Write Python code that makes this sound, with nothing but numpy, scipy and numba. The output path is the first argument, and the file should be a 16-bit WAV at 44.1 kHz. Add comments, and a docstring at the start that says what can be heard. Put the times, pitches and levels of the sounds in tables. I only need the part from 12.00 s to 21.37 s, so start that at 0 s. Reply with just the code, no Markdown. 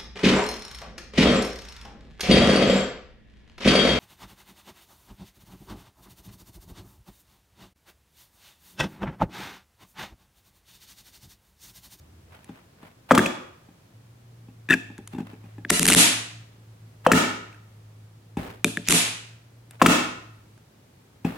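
"""Suction mat on a steel door

A silicone mat with suction cups is thrown three times at a steel appliance door and peeled off twice.
Blows are gliding rings of trapped air plus a crack or smack; the door booms as a bank of damped modes,
and a hard kitchen answers with banded noise echoes. Rustle, brushing fingers, puffs before landings and
grainy rises before pops are shaped noise over a far wavering drone. The phone's gain control ducks loud
blows, then lets the tail back up."""
import sys
import numpy as np
from scipy import signal
from scipy.fft import rfft, irfft, next_fast_len
from scipy.io import wavfile
from scipy.ndimage import uniform_filter1d, minimum_filter1d
from numba import njit

SR = 44100
rng = np.random.default_rng(int(sys.argv[2]) if len(sys.argv) > 2 else 0)


def unload_wav(signal):
    """Save mono or channel-first audio to the path in sys.argv[1] as 16-bit WAV at rate SR, clipped to [-1, 1]."""
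    wavfile.write(
        sys.argv[1],
        SR,
        np.round(np.clip(np.atleast_2d(signal).T, -1, 1) * 32767).astype(np.int16),
    )


N = 413216
t = np.arange(N) / SR

# Far drone pitch. Each row: time in seconds, pitch in Hz.
DRONE_PITCH = [(1.9, 109.9), (2.2, 119), (3.15, 105), (4.1, 113.4), (5, 108.7), (6.1, 107), (7, 112.3),
               (7.7, 116.4), (8.4, 109), (9.37, 105.7)]
# Far drone loudness, before its random flutter. Each row: time in seconds, level in dB.
DRONE_SWELL = [(1.9, -68), (1.95, -50.5), (3.1, -49), (7.8, -50), (8.45, -54), (8.9, -67.5), (9.37, -57)]
# Low rumble dying away. Each row: time in seconds, level in dB.
RUMBLE_FADE = [(0, -51), (.4, -57), (.46, -92)]
# Spectrum of the quiet kitchen. Each row: frequency in Hz, relative level in dB per Hz.
QUIET_COLOUR = [(30, -21), (75, -16), (109, -9), (184, -15.5), (740, -29.5), (1670, -35), (2900, -38),
                (16000, -48)]
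QUIET_DB = -55.5

# The mat flexes in the hand. Each row: centre in seconds, half length in seconds, level in dB.
RUSTLES = [(0.362, 0.05, -52), (0.546, 0.099, -55), (0.855, 0.057, -51.5), (3.139, .02, -47.5),
           (3.2, 0.02, -47), (3.301, 0.049, -50.5), (3.474, 0.096, -59), (7.741, 0.025, -54)]
# A brief soft puff of noise just before each landing.
PUFF_AHEAD_S, PUFF_HALF_S, PUFF_DB = 0.0081, 0.0087, -35

# Small dry ticks. Each row: start in seconds, strength in dB, ring in Hz, crack over the usual in dB.
TICKS = [(.4435, -48.5, 4400, 5), (.829, -39, 1105, -16), (2.9797, -35.5, 1650, -6),
         (3.0745, -49, 4600, 16.5), (5.5267, -40, 2460, -18), (5.545, -41.5, 1680, -15),
         (6.680, -29, 1702, -15), (7.7088, -48.5, 1610, 11), (8.577, -50, 1602, -6)]
# Fingertips bump the door, soft knocks nearby. Each row: start in seconds, strength in dB.
THUMPS = [(.492, -23), (.829, -31), (1.6857, -34), (2.484, -33), (2.8999, -26.5), (2.985, -22.5),
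          (3.1339, -21.5), (3.147, -18.5), (3.162, -23), (3.1828, -13), (3.2022, -16.5), (3.3309, -26),
          (3.4387, -30), (3.5809, -24), (6.3693, -7), (9.2473, -5.5)]
# The thrown mat's edge lands. Each row: start in seconds, strength in dB.
LANDINGS = [(1.109, 10), (5.064, 9.5), (7.816, 9)]
# Cups seal as the mat folds flat. Each row: start in seconds, strength in dB, ring in Hz,
# crack over the usual in dB.
SEALS = [(1.1165, 13, 1237, -9.5), (1.148, -14.5, 1030, 15), (1.177, 13, 1190, -3.5),
         (1.1915, 1.5, 1590, -7), (1.2595, -8.5, 2480, -1.5), (5.1165, 21, 1289, 1.5),
         (5.133, 5.5, 1690, -8), (7.8195, 18, 1010, -3.5), (7.8605, 20.5, 1295, 3)]
# Pressed cups squeak. Each row: start in seconds, strength in dB, ring in Hz.
SQUEAKS = [(2.6879, -20, 1668), (2.699, -12, 1640), (2.705, -5, 1650), (2.713, -14, 1400),
           (2.720, -10, 1800), (2.728, -9, 2560), (2.736, -7, 1625)]
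# A fingertip plucks the rim. Each row: start in seconds, strength in dB, ring in Hz,
# crack over the usual in dB.
PLUCKS = [(3.6494, -17, 1620, -18), (6.6447, 3, 2326, 5.5), (6.772, -9.5, 1664, -3.5)]
# Cups tear loose. Each row: start in seconds, air ring in dB, crack in dB, ring in Hz.
POPS = [(3.702, 10, 9.5, 2740), (3.705, 9, 7.5, 1990), (3.7946, 2, 9, 2470), (3.8297, 2, 9, 2330),
        (3.855, 5, 8, 1640), (3.8662, -0.7, 16.5, 1820), (3.8785, -4.5, 4, 1590), (3.8843, 0, 3, 2200),
        (3.8872, -2, 6, 2300), (3.9008, 9.5, 19, 2000), (3.905, 0, 10, 1900), (3.9114, 5.5, 4, 2775),
        (3.918, 6, -13, 1980), (3.9227, 13, 1.5, 2634), (3.9325, 3, 7, 2280), (3.9379, 2, 9, 2100),
        (3.9484, 5, 21, 2300), (6.875, -33, -28, 3500), (6.8858, -4, 17.5, 2087), (6.898, -2.5, -7.5, 1500),
        (6.9076, -2.5, 5.5, 2563), (6.9243, 8.5, 8.5, 2320)]

# The rule for each kind of blow. 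Each tuple: start pitch excess as a ratio, ring t60 in seconds,
# then ring, crack and door in dB over the strength, left minus right in dB, higher rings in dB,
# rings towards the walls in dB.
TICK = (-0.1, .015, 1.5, -4, -12, 1, -5, -4)
THUMP = (0.46, 0.08, -21.5, -36, 5, 2, -6, 0.2)
LANDING = (2.5, 0.05, 0, -25, -8, 1.5, -12, 0.1)
SEAL = (0.0952, .015, 0.26, -16, -6.5, 3, -10, -2)
SQUEAK = (0.16, .03, 4, -20, -4, 4, -4, -6)
PLUCK = (0.09, .013, -0.3, -15, -6, 1.7, -9, -9)
THUMP_HZ, LANDING_HZ = 800, 510
POP_DROP, POP_T60_S, POP_DOOR_DB, POP_PAN_DB = 0.075, .008, -5, 0.8
POP_CRACK_SHARE, POP_UPPER_DB = 0.62, -9

# Higher rings of the air under the mat, before scatter. Each row: frequency in Hz, relative level in dB.
UPPER_RINGS = [(1660, -6), (2580, -6), (3450, -12)]
UPPER_SCATTER_DB, UPPER_SCATTER = 3.5, .03  # spread of level, and of pitch as a ratio
# The rubber keeps moving: spread of the pitch as a ratio, seconds it holds.
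WOBBLE, WOBBLE_S = .035, .0015
# Rubber meeting steel. Each row: frequency in Hz, relative level in dB per Hz.
SMACK_COLOUR = [(250, -11.5), (700, -6.5), (2200, -5.5), (4500, -17), (7500, -13), (12500, -22)]
# A cup cracking open, also the ticks. Each row: frequency in Hz, relative level in dB per Hz.
CRACK_COLOUR = [(600, -12), (1500, -4), (2800, -4), (5000, -10), (8300, -2.5), (10500, -2.5), (12300, -9),
                (14000, -32)]

# Modes of the steel door. Each row: frequency in Hz, relative level in dB, t60 in seconds.
DOOR_MODES = [(70, -21, .17), (117.8, -16, 0.22), (171.6, -3, 0.18), (211.3, -2, .12), (256, -1.5, 0.16),
              (302.3, 3.5, 0.074), (366, -0.45, 0.093), (433.6, -1.5, 0.091), (580, -7, 0.1),
              (690, -9, 0.12), (900, -10, .05)]
DOOR_SCATTER_DB, DOOR_SCATTER_RAD = 2.5, .6
# Kitchen echoes by band. Each row: band centre in Hz, t60 in seconds, relative level in dB.
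KITCHEN_BANDS = [(59, 0.64, -16), (200, .5, -9.5), (560, 0.55, -5.5), (1431, 0.65, -13.5), (3840, 0.57, -5),
                 (8500, 0.44, -8), (12400, 0.35, -9)]
KITCHEN_DB, KITCHEN_RISE_S = -34.5, .016

# Soft grainy noise that rises before a pop and stops at it. Each row: end in seconds,
# growth time in seconds, level in dB.
RISES = [(3.702, .004, -22), (6.885, .014, -30.5)]
# Fingertips slide over steel. Each row: start in seconds, level in dB before rise and fade.
BRUSHES = [(6.372, -34), (9.244, -35)]
# The brush sags from the start; the extra fade sets in after the hold (both in dB per second).
BRUSH_RISE_S, BRUSH_HOLD_S, BRUSH_SAG_DB_S, BRUSH_FADE_DB_S = 0.0068, 0.14, 51, 119

ALIKE_HZ = 455  # below this both microphone ports hear the same
PORT_LAG_S = .00002  # the left port hears the direct blows a little later
BASS_CUT_HZ, TOP_HZ = 44, 16300
LOUD_DB, LOUD_S, LOUD_RELEASE_S = -6, 0.0024, 0.041  # gain control: ceiling, averaging, release
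CEILING_DB, RELEASE_S = -.3, 0.0054  # peak limiter
LOOK_S = 0.00063  # look-ahead of both


def undb(db):
    """Turn dB into an amplitude factor."""
    return 10 ** (np.asarray(db) / 20)


def colour(x, table):
    """Shape a spectrum by (Hz, dB) points joined on a log frequency axis."""
    n = next_fast_len(x.shape[-1])
    hz, db = np.transpose(table)
    bins_hz = np.arange(n // 2 + 1) * SR / n
    gain = undb(np.interp(np.log(bins_hz + 1), np.log(hz), db))
    return irfft(rfft(x, n) * gain, n)[..., :x.shape[-1]]


def unit(x):
    """Scale to an RMS of 1."""
    return x / np.sqrt(np.mean(x ** 2))


def curve(table, off=-120):
    """Join (s, value) points by lines, with the off value outside them."""
    times, values = np.transpose(table)
    return np.interp(t, times, values, off, off)


def ports(n):
    """Two-channel noise, alike in the bass and unrelated in the treble."""
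    mid, side = rng.standard_normal((2, n))
    side = signal.sosfilt(signal.butter(2, ALIKE_HZ, "high", fs=SR, output="sos"), side)
    return np.array([mid + side, mid - side]) / np.sqrt(2)


def walk(rate):
    """Random levels, one every 1 / rate seconds, slewed together; spread just under 1."""
    k = int(SR / rate)
    steps = np.repeat(rng.standard_normal(N // k + 1), k)
    return uniform_filter1d(steps, k)[:N]


def background():
    """A wavering drone with tones at half and one and a half its pitch, a fading rumble, the quiet kitchen."""
    phase = 2 * np.pi * np.cumsum(curve(DRONE_PITCH, off=110)) / SR
    drone = np.sin(phase) + undb(-22) * np.sin(phase / 2) + undb(-18.0) * np.sin(3 * phase / 2)
    drone = np.sqrt(2) * drone * undb(curve(DRONE_SWELL) + 3.0 * walk(16))
    low_noise = colour(rng.standard_normal(N), [(40, -38.0), (70, -8), (85, 2.5), (130, -28), (1000, -61.5)])
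    rumble = unit(low_noise) * undb(curve(RUMBLE_FADE))
    quiet = unit(colour(ports(N), QUIET_COLOUR)) * undb(QUIET_DB + 0.5 * walk(2.7))
    return drone + rumble + quiet


def rustle_and_puffs():
    """Rubber flexing and a soft puff before each landing: uneven grains under bell-shaped swells."""
    grain = ports(N) * undb(4 * walk(300))
    soft = unit(colour(grain, [(200, -11), (600, 6.0), (2600, -2), (6000, -20)]))
    puffs = [(s - PUFF_AHEAD_S, PUFF_HALF_S, PUFF_DB) for s, _ in LANDINGS]
    swells = [undb(db) * np.exp(-((t - s) / half) ** 2) for s, half, db in RUSTLES + puffs]
    return soft * sum(swells)


def alike(table, kind, shared_hz=None):
    """Spell out each event as a row for blows() and door(), by the rule of its kind."""
    drop, t60, ring_db, crack_db, door_db, *rest = kind
    rows = []
    for s, db, *own in table:
        hz = shared_hz or own[0]
        extra_crack_db = sum(own[1:])  # 0 where the table has no such column
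        rows.append((s, db + ring_db, hz, drop, t60, db + crack_db + extra_crack_db, db + door_db, *rest))
    return rows


def hiss_and_snap(count, u, voice, crack_s):
    """Cracks for left, right and walls: a short coloured hiss with a snap at its peak."""
    hiss = rng.standard_normal((count, len(u))) * u / crack_s * np.exp(1 - u / crack_s)
    peak = int(crack_s * SR)
    hiss[:, peak] += 3.0
    # summed over all directions the hiss has a smooth spectrum: the walls get one snap of the same energy
    snap = np.linalg.norm(hiss, axis=1)[:, None] * np.eye(1, len(u), peak)
    cracks = colour(np.stack([hiss, hiss, snap], axis=1), voice)
    click = colour(np.eye(1, len(u)), voice)
    cracks = cracks / np.sqrt(np.mean(click ** 2) * len(u))  # the colour adds no energy
    return cracks * np.cos(np.pi / 2 * u / u[-1])  # no crack is left at the end of a blow


def higher_rings(wobbles):
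    """Upper resonances of the trapped air, sharing the wobble of the lowest."""
    hz, db = np.transpose(UPPER_RINGS)
    # the mat never lies the same way twice
    fold = rng.standard_normal((len(wobbles), 2, len(hz), 1))
    level = undb(db[:, None] + UPPER_SCATTER_DB * fold[:, 0])
    pitch = hz[:, None] * (1 + UPPER_SCATTER * fold[:, 1])
    phase = 2 * np.pi * pitch * np.cumsum(wobbles, axis=1)[:, None] / SR
    return np.sum(level * np.sin(phase), axis=1)


def blows(table, voice, crack_s, swell_s):
    """Each blow: rings of trapped air, the lowest gliding to its pitch, and a snap with a short hiss."""
    air = np.zeros((3, N + SR))  # left, right, towards the walls
    u = np.arange(SR // 12) / SR
    cracks = hiss_and_snap(len(table), u, voice, crack_s)
    hold = int(WOBBLE_S * SR)
    drift = uniform_filter1d(rng.standard_normal((len(table), len(u))), hold)
    wobbles = 1 + WOBBLE * np.sqrt(hold) * drift
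    highs = higher_rings(wobbles)
    for crack, high, wobble, row in zip(cracks, highs, wobbles, table):
        s, ring_db, hz, drop, t60, crack_db, _, pan_db, upper_db, walls_db = row
        glide_hz = hz * wobble * (1 + drop * np.exp(-u / 0.0018))
        low = np.sin(2 * np.pi * np.cumsum(glide_hz) / SR)
        fade = np.exp(-np.log(1000) * u / t60) * (1 - np.exp(-u / swell_s)) ** 2
        ring = undb(ring_db) * fade * (low + undb(upper_db) * high)
        ring = ring * undb([[0], [0], [walls_db]])
        pan = undb(np.array([[pan_db / 2], [-pan_db / 2], [0]]))
        i = int(s * SR)
        air[:, i:i + len(u)] += (ring + undb(crack_db) * crack) * pan
    return air[:, :N]


def door(table, push_s, rise_s):
    """Door modes swell and ring after a push; each spot mixes them anew, a soft push wakes only the low ones."""
    u = t[:SR // 4]
    hz, db, t60 = np.transpose(DOOR_MODES)
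    modes = np.exp((2j * np.pi * hz[:, None] - np.log(1000) / t60[:, None]) * u)
    modes = modes * (1 - np.exp(-u / rise_s))
    spot = rng.standard_normal((len(table), 2, len(hz)))
    lag = 1.3 * np.arange(len(hz)) + DOOR_SCATTER_RAD * spot[:, 0]
    level = undb(db + DOOR_SCATTER_DB * spot[:, 1])
    push = 1 / (1 + 2j * np.pi * hz * push_s) ** 2  # a longer push loses the treble
    rings = (level * np.exp(-1j * lag) * push @ modes).imag
    out = np.zeros(N + SR)
    for ring, row in zip(rings, table):
        i, door_db = int(row[0] * SR), row[6]
        out[i:i + len(u)] += 0.27 * undb(door_db) * ring
    return out[:N]


def kitchen(x):
    """Dense echoes that build up quickly and fade band by band."""
    u = t[:SR]
    hz, t60, db = np.transpose(KITCHEN_BANDS)
    noise, echoes = rfft(ports(SR)), 0
    pitch = np.log(np.arange(SR // 2 + 1) + 1.)
    for k in range(len(hz)):
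        share = np.interp(pitch, np.log(hz), np.arange(len(hz)) == k)  # neighbouring shares add up to one
        band = irfft(noise * share, SR)
        echoes = echoes + undb(db[k]) * band * np.exp(-np.log(1000) * u / t60[k])
    echoes = echoes * (1 - np.exp(-u / KITCHEN_RISE_S))
    return undb(KITCHEN_DB) * signal.fftconvolve(x[None], echoes, axes=1)[:, :N]


def rises():
    """Soft grainy noise that rises exponentially before a pop and stops at it."""
    grain = ports(N) * undb(4 * walk(900))
    soft = unit(colour(grain, [(900, -20), (2500, 0.3), (7000, -9.5), (10000, -30.5)]))
    swells = [undb(db) * np.exp(np.minimum(t - s, 0) / grow) * (t < s) for s, grow, db in RISES]
    return soft * sum(swells)


def pops():
    """Rows for cups tearing loose: each pulls on the door by a blend of its ring and its crack."""
    rows = []
    for s, ring_db, crack_db, hz in POPS:
        door_db = ring_db + POP_CRACK_SHARE * (crack_db - ring_db) + POP_DOOR_DB
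        rows.append((s, ring_db, hz, POP_DROP, POP_T60_S, crack_db, door_db, POP_PAN_DB, POP_UPPER_DB, 0))
    return rows


def brush():
    """Skin slipping on steel: a grainy broad hiss."""
    grain = ports(N) * undb(2.3 * walk(300))
    skin = unit(colour(grain, [(300, 20.0), (2500, 5.5), (6000, -9.5), (15000, -11)]))
    level = np.zeros(N)
    for s, db in BRUSHES:
        u = np.maximum(t - s, 0)
        fade_db = BRUSH_SAG_DB_S * u + BRUSH_FADE_DB_S * np.maximum(u - BRUSH_HOLD_S, 0)
        level += undb(db - fade_db) * (1 - np.exp(-u / BRUSH_RISE_S))
    return skin * level


def scene():
    """Sum the blows, the door and its kitchen echoes, the soft noises and the background."""
    ticks, thumps = alike(TICKS, TICK), alike(THUMPS, THUMP, THUMP_HZ)
    throws = alike(LANDINGS, LANDING, LANDING_HZ) + alike(SEALS, SEAL)
    squeaks = alike(SQUEAKS, SQUEAK)
    peels = pops() + alike(PLUCKS, PLUCK)
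    # blows, colour of the crack, crack s, swell of the ring s, push s, swell of the door s
    kinds = ((ticks, CRACK_COLOUR, .0012, .0005, .0005, .003),
             (thumps, SMACK_COLOUR, .003, .0004, .0008, .004),
             (throws, SMACK_COLOUR, .003, .0003, 0.00033, .0013),
             (squeaks, SMACK_COLOUR, .003, .0012, .0004, .002),
             (peels, CRACK_COLOUR, .0006, .0002, 0.00028, .006))
    air = sum(blows(table, voice, crack_s, swell_s) for table, voice, crack_s, swell_s, *_ in kinds)
    boom = sum(door(table, push_s, rise_s) for table, *_, push_s, rise_s in kinds)
    near = air[:2] + boom * undb([[.8], [-.8]])
    echoes = kitchen(air[2] + boom)
    n = next_fast_len(N)
    delay = np.exp(-2j * np.pi * np.arange(n // 2 + 1) * SR / n * PORT_LAG_S)
    late_left = irfft(rfft(near[0], n) * delay, n)[:N]
    direct = np.array([late_left, near[1]])
    return direct + echoes + brush() + rustle_and_puffs() + rises() + background()


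@njit
def recover(need, rate):
    """Gain drops at once and creeps back."""
    g, out = 1., np.empty(len(need))
    for i in range(len(need)):
        g = need[i] if need[i] < g else g + rate * (need[i] - g)
        out[i] = g
    return out


def duck(size, top_db, release_s):
    """Gain that holds a running size down to a ceiling, acting a little ahead of time."""
    look = int(LOOK_S * SR)
    need = np.minimum(1, undb(top_db) / (size + 1e-9))
    need = minimum_filter1d(need, 2 * look + 1)
    return uniform_filter1d(recover(need, 1 / (release_s * SR)), look)


def record(dry):
    """The microphone drops the deep bass; gain control follows loudness, a limiter catches peaks; the top is cut."""
    heard = signal.sosfilt(signal.butter(2, BASS_CUT_HZ, "high", fs=SR, output="sos"), dry)
    power = uniform_filter1d(np.mean(heard ** 2, axis=0), int(LOUD_S * SR))
    loudness = np.sqrt(np.abs(power))
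    heard = heard * duck(loudness, LOUD_DB, LOUD_RELEASE_S)
    peaks = np.abs(heard).max(axis=0)
    heard = heard * duck(peaks, CEILING_DB, RELEASE_S)
    return signal.sosfilt(signal.ellip(8, .2, 70, TOP_HZ, fs=SR, output="sos"), heard)


dry = scene()
out = record(dry)
unload_wav(out)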